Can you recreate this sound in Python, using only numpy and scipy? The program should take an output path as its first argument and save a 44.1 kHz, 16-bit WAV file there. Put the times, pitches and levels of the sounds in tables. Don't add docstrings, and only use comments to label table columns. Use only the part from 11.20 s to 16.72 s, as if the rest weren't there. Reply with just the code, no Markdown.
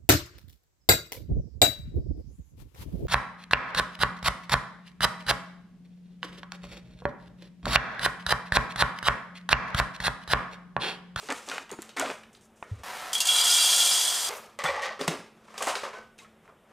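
import sys
import numpy as np
from scipy import signal
from scipy.fft import rfft, irfft
from scipy.io import wavfile
from scipy.ndimage import uniform_filter1d

SR = 44100
rng = np.random.default_rng(int(sys.argv[2]) if len(sys.argv) > 2 else 0)


def convert_level_to_amplitude(level_db):
    exponent = np.asarray(level_db, float) / 20
    return 10 ** exponent


def unload_wav(signal):
    wavfile.write(
        sys.argv[1],
        SR,
        np.round(np.clip(np.atleast_2d(signal).T, -1, 1) * 32767).astype(np.int16),
    )


N = 243652


def rms_one(x):
    return x / np.sqrt(np.mean(x ** 2) + 1e-20)


def in_time(rows):
    s, *columns = np.transpose(rows)
    t = np.arange(N) / SR
    return [np.interp(t, s, c) for c in columns], (t >= s[0]) & (t <= s[-1])


def at_hz(points, hz):
    table_hz, values = np.transpose(points)
    return np.interp(np.log(hz), np.log(table_hz), values)


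def colour(x, spectrum):
    size = 4096
    hz = np.maximum(np.arange(size // 2 + 1), .5) * SR / size
    cepstrum = irfft(np.log(convert_level_to_amplitude(at_hz(spectrum, hz))))
    cepstrum[1:size // 2] *= 2
    cepstrum[size // 2 + 1:] = 0
    return signal.fftconvolve(x, irfft(np.exp(rfft(cepstrum))))[:N]


def band(x, low_hz, high_hz, order=2):
    sos = signal.butter(order, [low_hz, min(high_hz, .45 * SR)], "band", fs=SR, output="sos")
    return signal.sosfilt(sos, x)


def ring(clicks, hz, width_hz):
    r, w = np.exp(-np.pi * width_hz / SR), 2 * np.pi * hz / SR
    return signal.lfilter([0, np.sin(w)], [1, -2 * r * np.cos(w), r * r], clicks + 1e-18)


def drift(rate):
    r = np.exp(-2 * np.pi * rate / SR)
    return rms_one(signal.lfilter([1], [1, -2 * r, r * r], rng.standard_normal(N + SR))[SR:])


def grains(per_s, spread_db):
    sizes = convert_level_to_amplitude(spread_db * np.minimum(rng.exponential(1, N), 5)) * rng.choice([-1, 1], N)
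    born = rng.random(N) < per_s / SR
    return sizes * born / np.sqrt(per_s / SR) / np.sqrt(np.mean(sizes ** 2))


def body(clicks, modes):
    return sum(convert_level_to_amplitude(db) * np.sqrt(width) * ring(clicks * rng.standard_normal(N), hz, width)
               for hz, width, db in modes)


# t/s, level/dB
FLOW = [
    (2.048, -31.5),
    (2.075, -25.5),
    (2.1, -25.5),
    (2.3, -22),
    (2.62, -22.5),
    (2.836, -26),
    (3.07, -30.5),
]
# t/s, wall level/dB, click level/dB
FIRST_BEANS = [(1.931, -12.5, -13.5), (1.946, -19.5, -21), (1.951, -10.5, -18.5), (1.96, -13.5, -24),
               (1.981, -20.5, -15.5), (2.004, -34, -9), (2.014, -28, -14.5), (2.028, -21.5, -26.5),
               (2.054, -13.5, -16.5), (2.072, -11, -12), (2.09, -23.5, -24)]
# f/Hz, width/Hz, level/dB
HOPPER = [(721, 30, -17), (1310, 14, -18), (1418, 26, -8), (2356, 24, -8), (2770, 14, -6), (3311, 55, 0),
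          (3972, 18, -5), (4270, 58, -15), (4620, 120, -8), (5358, 36, -9), (6380, 64, -12),
          (6935, 60, -10), (7605, 40, -12)]
# f/Hz, width/Hz, level/dB
WALL_CLUSTER = [(3036, 24, -12), (3201, 40, -7), (3250, 30, -13), (3406, 30, -6), (3483, 24, -8),
                (3554, 20, -11), (4854, 30, -8)]
# f/Hz, width/Hz, level/dB
BEAN_TICK = [(4610, 180, -5), (8460, 320, 2), (8810, 270, 1)]


def pour():
    cut = CUTS_S[2]
    trickle_db, trickle_s, trickle_fade_db = -51, 0.18, 27
    trickle = [(cut, FLOW[-1][1]), (cut, trickle_db), (cut + trickle_s, trickle_db - trickle_fade_db)]
    (beans_db,), gate = in_time(FLOW + trickle)
    t = np.arange(N) / SR
    dulling_db_per_s, buried_s, burying_db_per_s = 4, 2.7, 27.5
    wall_db = beans_db - 7 - dulling_db_per_s * (t - FLOW[0][0])
    wall_db = wall_db - burying_db_per_s * np.maximum(t - buried_s, 0)
    full_hits_per_s, hits_follow = 2500, 0.24
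    surge = full_hits_per_s * convert_level_to_amplitude(hits_follow * (beans_db - beans_db.max()) + 3.7 * drift(28))
    wall = body(gate * grains(0.36 * surge, spread_db=3.0), HOPPER + WALL_CLUSTER)
    ticks = body(gate * grains(0.9 * surge, spread_db=3.0), BEAN_TICK)
    heap = rms_one(clatter(gate * grains(.45 * surge, spread_db=1.5))) + 0.19 * rms_one(ticks)
    wall = convert_level_to_amplitude(wall_db) * wall / np.std(band(wall, 2600, 3700, order=3)[gate])
    heap = convert_level_to_amplitude(beans_db - 2.0) * heap / np.std(band(heap, 3800, 14000, order=3)[gate])
    lone = np.zeros((2, N))
    bounces = rng.standard_normal((len(FIRST_BEANS), 256)) * np.exp(-np.arange(256) / 70)
    for (s, *db), bounce in zip(FIRST_BEANS, bounces):
        lone[:, round(s * SR):][:, :256] += convert_level_to_amplitude(db)[:, None] * bounce
    first = 0.0023 * body(lone[0], HOPPER + WALL_CLUSTER) + 0.14 * clatter(lone[1])
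    hollow_hz, hollow_width_hz = 2530, 110
    hollow = signal.iirnotch(hollow_hz, hollow_hz / hollow_width_hz, fs=SR)
    stream = signal.lfilter(*hollow, wall + heap + first)
    return band(stream, 670, 19000, order=3) + hard_beans() + dust()


# f/Hz, level/dB
CLATTER = [(900, -45.5), (1500, -37), (2750, -14), (3280, 1), (3700, -7.5), (4800, -5), (5900, -4),
           (7000, -3.5), (8700, -4.5), (10000, -7.5), (12100, -14.5), (14200, -15), (16000, -25.5)]


def clatter(hits):
    t, place = np.arange(3000) / SR, rng.integers(0, 6, N)
    responses = rng.standard_normal((6, len(t))) * convert_level_to_amplitude(-60 * t / 0.075)
    responses[:, 0] = 8.8
    struck = sum(signal.oaconvolve(hits * (place == k), response) for k, response in enumerate(responses))
    return colour(struck, CLATTER)


# t/s, peak level/dB
HIGH_TICKS = [(2.1092, -12.5), (2.1358, -13), (2.1521, -21), (2.166, -13.5), (2.1851, -12.5), (2.2124, -14),
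              (2.2383, -16.5), (2.2454, -18), (2.2517, -16), (2.2836, -23.5), (2.3145, -13), (2.3279, -18),
              (2.3406, -18.5), (2.3481, -17.5), (2.3669, -11), (2.3785, -15.5), (2.4043, -17.5),
              (2.414, -18.5), (2.4252, -19), (2.4379, -17.5), (2.4453, -19), (2.4887, -21), (2.5155, -23.5),
              (2.5265, -22.5), (2.5387, -18.5), (2.5586, -19.5), (2.5664, -14.5), (2.5925, -17),
              (2.6219, -25), (2.6294, -25.5), (2.6374, -19), (2.652, -15), (2.661, -20.5), (2.6742, -16.5),
              (2.6917, -20), (2.7192, -18), (2.7296, -18.5), (2.7745, -15), (2.781, -18.5), (2.7893, -22),
              (2.8114, -21), (2.8414, -21.5), (2.8508, -21.5), (2.862, -21), (2.8779, -15), (2.8863, -19.5),
              (2.9083, -22), (2.9158, -23), (2.9289, -26.5), (2.9807, -38), (2.996, -29), (3.0284, -30),
              (3.049, -34), (3.0673, -32.5), (3.0865, -27.5)]
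# t/s, peak level/dB
LOW_TICKS = [(2.1128, -23.5), (2.1649, -28.5), (2.1751, -18), (2.1877, -17), (2.2112, -11), (2.2474, -20),
             (2.2946, -16), (2.3089, -12), (2.3234, -20), (2.3734, -23.5), (2.3881, -15.5), (2.4009, -15),
             (2.413, -19), (2.4254, -18), (2.4368, -21.5), (2.4486, -23.5), (2.4784, -23), (2.5278, -21),
             (2.5512, -19), (2.6093, -20), (2.6251, -17), (2.6561, -22.5), (2.6915, -17), (2.705, -18.5),
             (2.7206, -12.5), (2.7322, -26), (2.7642, -20.5), (2.7886, -21), (2.799, -22), (2.8405, -20),
             (2.902, -22.5), (2.9188, -26), (2.9443, -28.5), (2.9639, -25.5), (2.9809, -29.5),
             (3.0019, -32.5), (3.0175, -30), (3.0276, -27), (3.0615, -31), (3.0796, -26)]
# t/s, peak level/dB
WALL_STRIKES = [(2.1471, -13), (2.163, -18.5), (2.1851, -16), (2.1999, -22.5), (2.222, -15),
                (2.2386, -19.5), (2.268, -11), (2.3204, -18), (2.3414, -15.5), (2.3638, -11), (2.3783, -13),
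                (2.3959, -20.5), (2.4069, -19.5), (2.4255, -22.5), (2.4395, -15), (2.4575, -14),
                (2.4903, -14), (2.5282, -14.5), (2.5477, -23.5), (2.5602, -18.5), (2.603, -12.5),
                (2.6177, -22), (2.6302, -18.5), (2.6587, -17.5), (2.6773, -23.5), (2.7077, -24),
                (2.7305, -27.5), (2.7469, -22), (2.7762, -19.5), (2.7932, -23), (2.8112, -19),
                (2.8324, -27.5), (2.851, -21.5), (2.8647, -42.5), (2.8785, -15.5), (2.8915, -36),
                (2.9036, -23), (2.9262, -25), (2.9471, -29.5), (2.9824, -32.5)]
# table, f/Hz, pitch scatter/share, t60/s, level/dB
STRUCK = [
    (HIGH_TICKS, 8600, 0.051, 0.026, -4.5),
    (LOW_TICKS, 4850, 0.056, 0.074, -7.5),
    (WALL_STRIKES, 3310, 0.014, 0.066, -5.5),
]


def hard_beans():
    out, t = np.zeros(N), np.arange(3000) / SR
    for table, hz, scatter, t60, db in STRUCK:
        for (s, peak_db), chance in zip(table, rng.uniform(-1, 1, (len(table), 2))):
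            pair = np.sin(2 * np.pi * hz * (1 + scatter * chance[:, None]) * t)
            swell = 1 - np.exp(-t / 0.00027)
            out[round(s * SR):][:len(t)] += convert_level_to_amplitude(peak_db + db - 60 * t / t60) * swell * (pair[0] + 0.3 * pair[1])
    return out


def dust():
    t = np.arange(N) / SR - CUTS_S[2]
    fade_db_per_s = 217
    level_db = -53 - fade_db_per_s * np.maximum(t - .09, 0) + 2.5 * drift(30)
    return (t > 0) * convert_level_to_amplitude(level_db) * rms_one(band(rng.standard_normal(N), 9500, 14000))


# t/s, level/dB
SLIDE = [
    (1.634, -42),
    (1.71, -40),
    (2.04, -43),
    (2.136, -38),
    (2.636, -38),
    (3.093, -40.5),
]
# f/Hz, level/dB
SLIDE_COLOUR = [(88, -55), (150, -32), (334, -15.5), (589, -6), (702, -4.5), (923, -3.5), (998, -5),
                (1170, -4.5), (1870, -4.5), (2220, -8.5), (11700, -21), (16000, -29)]
# f/Hz, width/Hz, level/dB
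SLIDE_MODES = [(738.3, 5.4, 2), (989, 34, 3.5), (1312, 30, 0.5), (1960, 420, -3.5)]


def slide():
    (level_db,), gate = in_time(SLIDE)
    contacts = grains(3000 * convert_level_to_amplitude(2.5 * drift(23)), spread_db=1.0)
    source = rms_one(colour(contacts, SLIDE_COLOUR)) + .5 * rms_one(body(contacts, SLIDE_MODES))
    return gate * convert_level_to_amplitude(level_db) * source / np.std(band(source, 310, 3597, order=3))


EDGES_HZ = [170, 500, 2500, 6000, 16000]


def played(source, moves, low_db, top_db):
    s, length, level_db, fade, bright_db = np.transpose(moves)[:, :, None]
    t = np.arange(0, N + 32, 32) / SR - s
    grip_db_per_s, let_go_db_per_s = 12000, 900
    level_db = level_db - fade * np.clip(t, 0, length)
    level_db = level_db - grip_db_per_s * np.maximum(-t, 0) - let_go_db_per_s * np.maximum(t - length, 0)
    low_follows, top_follows = -0.27, 1.72
    tilts = low_db + low_follows * bright_db, 0, bright_db, top_db + top_follows * bright_db
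    out = 0
    for tilt, low, high in zip(tilts, EDGES_HZ, EDGES_HZ[1:]):
        gain = np.interp(np.arange(N) / 32, np.arange(t.shape[1]), convert_level_to_amplitude(np.max(level_db + tilt, axis=0)))
        out = out + gain * rms_one(band(source, low, high, order=3))
    return out


# t/s, length/s, crackle level/dB, fade/(dB/s), brightness/dB
TEARING = [(0.0, 0.079, -49, -36, 1), (.088, 0.034, -33.5, -200, -9.5), (0.12, 0.25, -39.5, 111, 1),
           (.262, 0.016, -56.5, -500, 5), (0.277, 0.082, -37.5, -16, -5), (0.36, 0.071, -37, 148, -4.5),
           (0.493, 0.025, -52, -100, -1.5), (0.518, 0.02, -35.5, 137, -15), (0.583, 0.092, -50.5, 18, -2.5),
           (0.682, 0.016, -55, -500, -1), (.766, 0.067, -32.5, -19, -3), (0.844, 0.073, -30, 22, -6.5),
           (.92, 0.23, -58, 133, 6.5), (1.13, 0.041, -71.5, 20, 10.5), (1.21, 0.047, -86.5, 20, 18),
           (1.36, 0.091, -79, -32, 10.5), (1.436, 0.2, -58, -21, -3.5)]
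# t/s, length/s, crackle level/dB, fade/(dB/s), brightness/dB
BRUSHING = [
    (3.793, 0.028, -36.5, -300, -5),
    (3.812, 0.079, -26.5, 267, -5.5),
    (3.878, 0.039, -25.5, 288, -3),
    (3.905, 0.19, -29.5, 148, -7),
]
# t/s, length/s, crackle level/dB, fade/(dB/s), brightness/dB
STOWING = [(3.092, 0.26, -29, 117, -5.5), (3.165, 0.015, -46.5, 60, 3.5), (4.15, 0.29, -64.5, -88.5, -6),
           (4.283, 0.021, -51, 103, -12), (4.379, 0.028, -35, 200, 1), (4.407, 0.016, -30.5, 18, -5),
           (4.423, 0.05, -29, 119.5, 0), (4.471, 0.091, -28, 91.5, -3.5), (4.556, 0.08, -30, 138, -3),
           (4.634, 0.11, -27, 187, -9), (4.732, 0.056, -38, 5.5, -10), (4.793, 0.152, -44.5, 176, -10.5),
           (4.981, 0.054, -55, 32.5, 2), (5.218, 0.047, -68.5, -270, -6.5),
           (5.288, 0.11, -47.5, 249.5, -16), (5.418, 0.101, -68.5, -170, -12)]
# f/Hz, level/dB
BAG_COLOUR = [(59, -30), (100, 0.5), (185, -21), (271, -6), (315, -10), (398, -2), (736, -8), (910, -6.5),
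              (1200, -3), (1610, -8), (8830, -21), (14100, -39), (16000, -34)]


def bag():
    crackle = grains(600 * convert_level_to_amplitude(6.5 * drift(30)), spread_db=2.8)
    buckle = np.clip(crackle, -9, 9)
    pitches, dealt = np.geomspace(170, 4000, 22), rng.integers(0, 22, N)
    panels = sum(ring(buckle * (dealt == k), hz, hz / 14.0) for k, hz in enumerate(pitches))
    rub = convert_level_to_amplitude(2.3 * drift(22.5)) * rng.standard_normal(N)
    sheet = colour(0.5 * crackle + 0.75 * rms_one(panels) + 1.2 * rub, BAG_COLOUR)
    jobs = (TEARING, -5.5), (BRUSHING, -3), (STOWING, -17.5)
    return convert_level_to_amplitude(-6.0) * sum(played(sheet, moves, low_db, top_db=-2.5) for moves, low_db in jobs)


# t/s, peak level/dB, f/Hz, bright/dB, room/dB
OPENING_SNAPS = [(.03, -45, 528, -18, -9), (.0875, -24, 2200, -12, -7), (.103, -21.5, 4080, -14, -17),
                 (.104, -19, 1450, -23, -19), (.111, -22.5, 905, -9, -18), (.123, -19.5, 4460, -23, -25),
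                 (.1235, -20.5, 980, -17, -5), (.288, -19.5, 4200, -10, -5), (.298, -23, 3500, -5, -16),
                 (.315, -21, 1360, -10, 2), (.34, -33, 1900, -1, -2.5), (.381, -17, 1550, -15, -15),
                 (.494, -37, 2240, -5.5, -2), (.504, -32, 1200, -10.5, -16.5), (.515, -34, 3870, 10, -3.5),
                 (.527, -32.5, 2190, -2.5, -14), (.588, -33, 880, -25, -9), (.62, -31, 7300, 4.5, -13.5),
                 (.626, -32.5, 2380, 3, -5), (.692, -36, 2310, -2, -1), (.771, -20, 1410, -7, 3.5),
                 (.797, -18.5, 1500, 3, -12), (.808, -25, 1000, -20, -14), (.825, -30, 656, -24, -17),
                 (.859, -23, 1500, -15, -11), (.901, -21.5, 1270, -20, -6), (1.035, -36.5, 1680, -11, -8),
                 (1.149, -41.5, 2530, -11.5, -4), (1.428, -30.5, 1020, -45, -2.5)]
# t/s, peak level/dB, f/Hz, bright/dB, room/dB
CLOSING_SNAPS = [(3.26, -43, 4600, -9.5, -18), (3.299, -57, 9000, 0, -8), (3.389, -27, 1930, -0.5, -2),
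                 (3.44, -20.5, 1254, 0.5, 1.5), (3.462, -22.5, 718, -20, -1),
                 (3.564, -23, 910, -14.5, -0.5), (3.809, -28.5, 680, -3.5, -3),
                 (3.813, -18.5, 3040, -4, -4), (3.874, -30.5, 1000, -7, -13), (3.8785, -14.5, 790, -3, -9),
                 (3.88, -9.5, 3440, -3, -8), (4.284, -46, 1004, -19, -3), (4.342, -35, 1000, -9, 1),
                 (4.379, -27.5, 2500, -12.5, -11), (4.406, -40, 1100, -20, -8),
                 (4.423, -17.5, 1496, -5.5, -1.5), (4.426, -17, 4900, -3.5, -5), (4.471, -17, 744, -1.5, 1),
                 (4.475, -20, 1190, -6.5, -4), (4.484, -23, 5200, -5.5, -14.5), (4.554, -17, 2070, -12, -3),
                 (4.635, -34, 1320, -20, 3), (4.769, -40, 1470, -20, -11), (4.988, -36.5, 2620, -2.5, -2.5),
                 (5.047, -42, 1296, -17, 0), (5.256, -46, 1260, -20, -11), (5.278, -40.5, 1087, -25, -18)]


def snaps():
    out, t = np.zeros((2, N)), np.arange(2048) / SR
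    rows = OPENING_SNAPS + CLOSING_SNAPS
    noise = rng.standard_normal((len(rows), len(t)))
    noise[:, 0] = 5.1
    for (s, peak_db, hz, bright_db, room_db), puff in zip(rows, noise):
        knock = band(puff * np.exp(-t / 0.0035), hz / 2.27, hz * 2.0, order=3)
        crack = band(puff * np.exp(-t / 0.0018), 6300, 8800)
        crack = crack + 0.37 * band(puff * np.exp(-t / 0.0014), 3100, 12500)
        push = band(puff * np.exp(-t / 0.00016), 255, 476)
        parts = (-1.5, knock), (bright_db - 0.5, crack), (-27, push)
        snap = sum(convert_level_to_amplitude(db) * part / np.abs(part).max() for db, part in parts)
        out[:, round(s * SR):][:, :len(t)] += convert_level_to_amplitude([[peak_db], [peak_db + room_db]]) * snap
    return out


# t/s, length/s, rattle level/dB, fade/(dB/s), brightness/dB
PRESSES = [
    (3.39, 0.04, -30, 269.5, -5),
    (3.437, 0.067, -24, 38.5, -9),
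    (3.51, 0.12, -29.5, 57, -9),
    (3.617, 0.045, -31, 1, -2),
    (3.656, 0.2, -29, 146, -9.5),
]
# f/Hz, width/Hz, level/dB
LID_MODES = [(528, 120, 5), (822, 59, 0), (1145, 61, 5), (1530, 32, -7), (1920, 140, 2), (2374, 61, -12.5),
             (3110, 23, -18.5)]


def lid():
    contacts = grains(2200 * convert_level_to_amplitude(4.0 * drift(35)), spread_db=3)
    source = rms_one(body(contacts, LID_MODES)) + 0.32 * rms_one(colour(contacts, BAG_COLOUR))
    return convert_level_to_amplitude(-2.5) * played(band(source, 520, 20000, order=3), PRESSES, low_db=-14.5, top_db=-11)


# t/s, peak level/dB, f/Hz, t60/s
BUMPS = [
    (1.514, -15, 100, 0.089),
    (1.558, -33, 81.9, 0.12),
    (1.599, -28.5, 80, 0.068),
    (3.441, -27.5, 159, 0.085),
    (3.47, -45.5, 80, 0.41),
    (3.88, -15.5, 167, 0.075),
    (3.901, -33, 328, 0.087),
    (3.93, -43, 252, 0.07),
    (3.989, -35, 173, 0.081),
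    (4.041, -31, 240, 0.021),
]
# t/s, peak level/dB, f/Hz, t60/s
PINGS = [(.534, -35, 338, .03), (0.5896, -27.5, 335, 0.033), (.5887, -38, 830, 0.0097),
         (.824, -22.5, 652, 0.063), (.834, -25, 722, 0.088), (1.4264, -18.5, 960, 0.007),
         (1.4263, -39, 1610, 0.0056), (1.427, -29.5, 2520, 0.0055), (1.4267, -40, 3450, .006),
         (1.429, -42, 700, 0.034), (1.953, -20, 3310, 0.18), (2.006, -26.5, 2774, 0.16),
         (2.088, -14.5, 3317, 0.23), (3.459, -24, 1414, 0.065), (3.46, -27, 3430, 0.093),
         (3.478, -27, 2324, .1), (3.578, -28, 856, 0.18), (3.628, -29, 1870, .1), (3.8, -35.5, 1840, 0.044),
         (4.557, -32, 4180, 0.021), (4.635, -26, 563, 0.036), (.031, -41, 435, 0.084),
         (.0945, -24, 970, 0.013), (.316, -29, 1400, 0.044), (.772, -30, 1490, .06),
         (.81, -24.5, 1444, 0.074), (3.458, -23.5, 793, .1), (3.492, -24.5, 553, 0.11),
         (3.707, -34.5, 627, 0.11), (3.1, -37, 477, 0.26), (3.811, -28.5, 3540, .02),
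         (3.811, -24, 730, 0.017), (4.282, -43, 990, .025), (4.361, -39, 1200, .02),
         (4.406, -26, 1130, 0.028), (4.471, -24.5, 626, 0.034), (4.475, -24, 830, 0.024),
         (4.541, -25.5, 886, .03), (4.655, -33, 520, 0.091), (4.735, -38, 1034, 0.092),
         (4.999, -49, 2090, .07), (4.99, -45.5, 2570, 0.062), (4.991, -54, 6500, 0.093),
         (4.995, -50, 3750, .067), (5.019, -52.5, 1095, .22), (5.049, -50, 1290, 0.089),
         (5.28, -43, 900, 0.0091)]


def bumps():
    out = np.zeros(N)
    for s, peak_db, hz, t60 in BUMPS + PINGS:
        t = np.arange(min(N - round(s * SR), SR // 2)) / SR
        swell = 1 - np.exp(-t * hz * (.9 if hz < 250 else 4.0))
        out[round(s * SR):][:len(t)] += convert_level_to_amplitude(peak_db - 60 * t / t60) * swell * np.sin(2 * np.pi * hz * t)
    return out


# t/s, f/Hz, level/dB
SQUEAK = [
    (4.728, 1410, -52),
    (4.768, 1530, -46.5),
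    (4.83, 1512, -57.5),
    (4.96, 1490, -70),
]


def squeak():
    (hz, level_db), gate = in_time(SQUEAK)
    phase = 2 * np.pi * np.cumsum(hz) / SR
    rough = (1.2 + .35 * drift(40)) * np.sin(phase) + .5 * drift(40) * np.cos(phase)
    return gate * convert_level_to_amplitude(level_db) * rough


# f/Hz, t60/s
KITCHEN_T60 = [(200, 0.16), (1000, 0.47), (4000, 0.45), (12000, 0.31)]
CUTS_S = [0, 1.633, 3.093]


def kitchen(x):
    t, edges = np.arange(SR // 2) / SR, 90 * 2. ** np.arange(8.5)
    tail = np.zeros(len(t))
    for low, high in zip(edges, edges[1:]):
        t60 = at_hz(KITCHEN_T60, np.sqrt(low * high))
        tail += band(rng.standard_normal(len(t)), low, high) * convert_level_to_amplitude(-60 * t / t60)
    tail = (t > .004) * tail / np.sqrt(np.sum(tail ** 2))
    ends = [round(s * SR) for s in CUTS_S] + [N]
    return np.concatenate([signal.fftconvolve(x[a:b], tail)[:b - a] for a, b in zip(ends, ends[1:])])


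# f/Hz, level/dB
FLOOR = [(12, -37), (20, -9), (146, 0.5), (222, 1.5), (277, -5), (357, 1), (923, -6.5), (1190, -9),
         (1960, -13), (3740, -18.5), (4060, -29), (8650, -25.5), (14700, -32), (16000, -49)]
# f/Hz, level/dB
HUM = [(220.7, -65.5)]


def floor():
    air = convert_level_to_amplitude(-61.5 + 0.56 * drift(2.9)) * rms_one(colour(rng.standard_normal(N), FLOOR))
    return air + sum(convert_level_to_amplitude(db) * rms_one(ring(rng.standard_normal(N), hz, 3.4)) for hz, db in HUM)


# f/Hz, level/dB
WIDTH = [(60, -20), (180, -26), (550, -21), (1650, -17), (8000, -13), (13000, -9)]


def difference(mid):
    level_db = 10 * np.log10(uniform_filter1d(mid ** 2, size=2048) + 1e-9)
    r = np.exp(-1 / (.3 * SR))
    growth_db = level_db - signal.lfilter([1 - r], [1, -r], level_db - level_db[0]) - level_db[0]
    kept = np.clip(.08 - .0125 * level_db - .05 * np.maximum(growth_db, 0), .12, .9)
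    copy, frame = colour(mid * drift(60), WIDTH), np.arange(N) // 1024
    edges = np.linspace(6, 124, 21) ** 2
    chance = .4 * rng.random(frame[-1] + 1) + .6 * rng.random((20, frame[-1] + 1))
    gates = 1. * (chance < kept[::1024])[:, frame]
    return convert_level_to_amplitude(5.5) * sum(uniform_filter1d(gate, size=700) * band(copy, low, high)
                          for gate, low, high in zip(gates, edges, edges[1:]))


def scene():
    beans, handling = pour() + slide(), bag() + lid()
    blows, blows_far = snaps()
    mid = beans + handling + blows + bumps() + floor()
    mid = mid + kitchen(convert_level_to_amplitude(-9.0) * handling + blows_far + convert_level_to_amplitude(-7.0) * beans) + squeak()
    side = difference(mid)
    return np.array([mid + side, mid - side])


def low_pass(x):
    return signal.sosfilt(signal.butter(12, 15680, fs=SR, output="sos"), x)


def record(dry):
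    rounded = .55 * np.tanh(dry / .55)
    mix = signal.sosfilt(signal.cheby2(16, 60, 16080, fs=SR, output="sos"), rounded)
    return low_pass(mix)


dry = scene()
out = record(dry)
unload_wav(out)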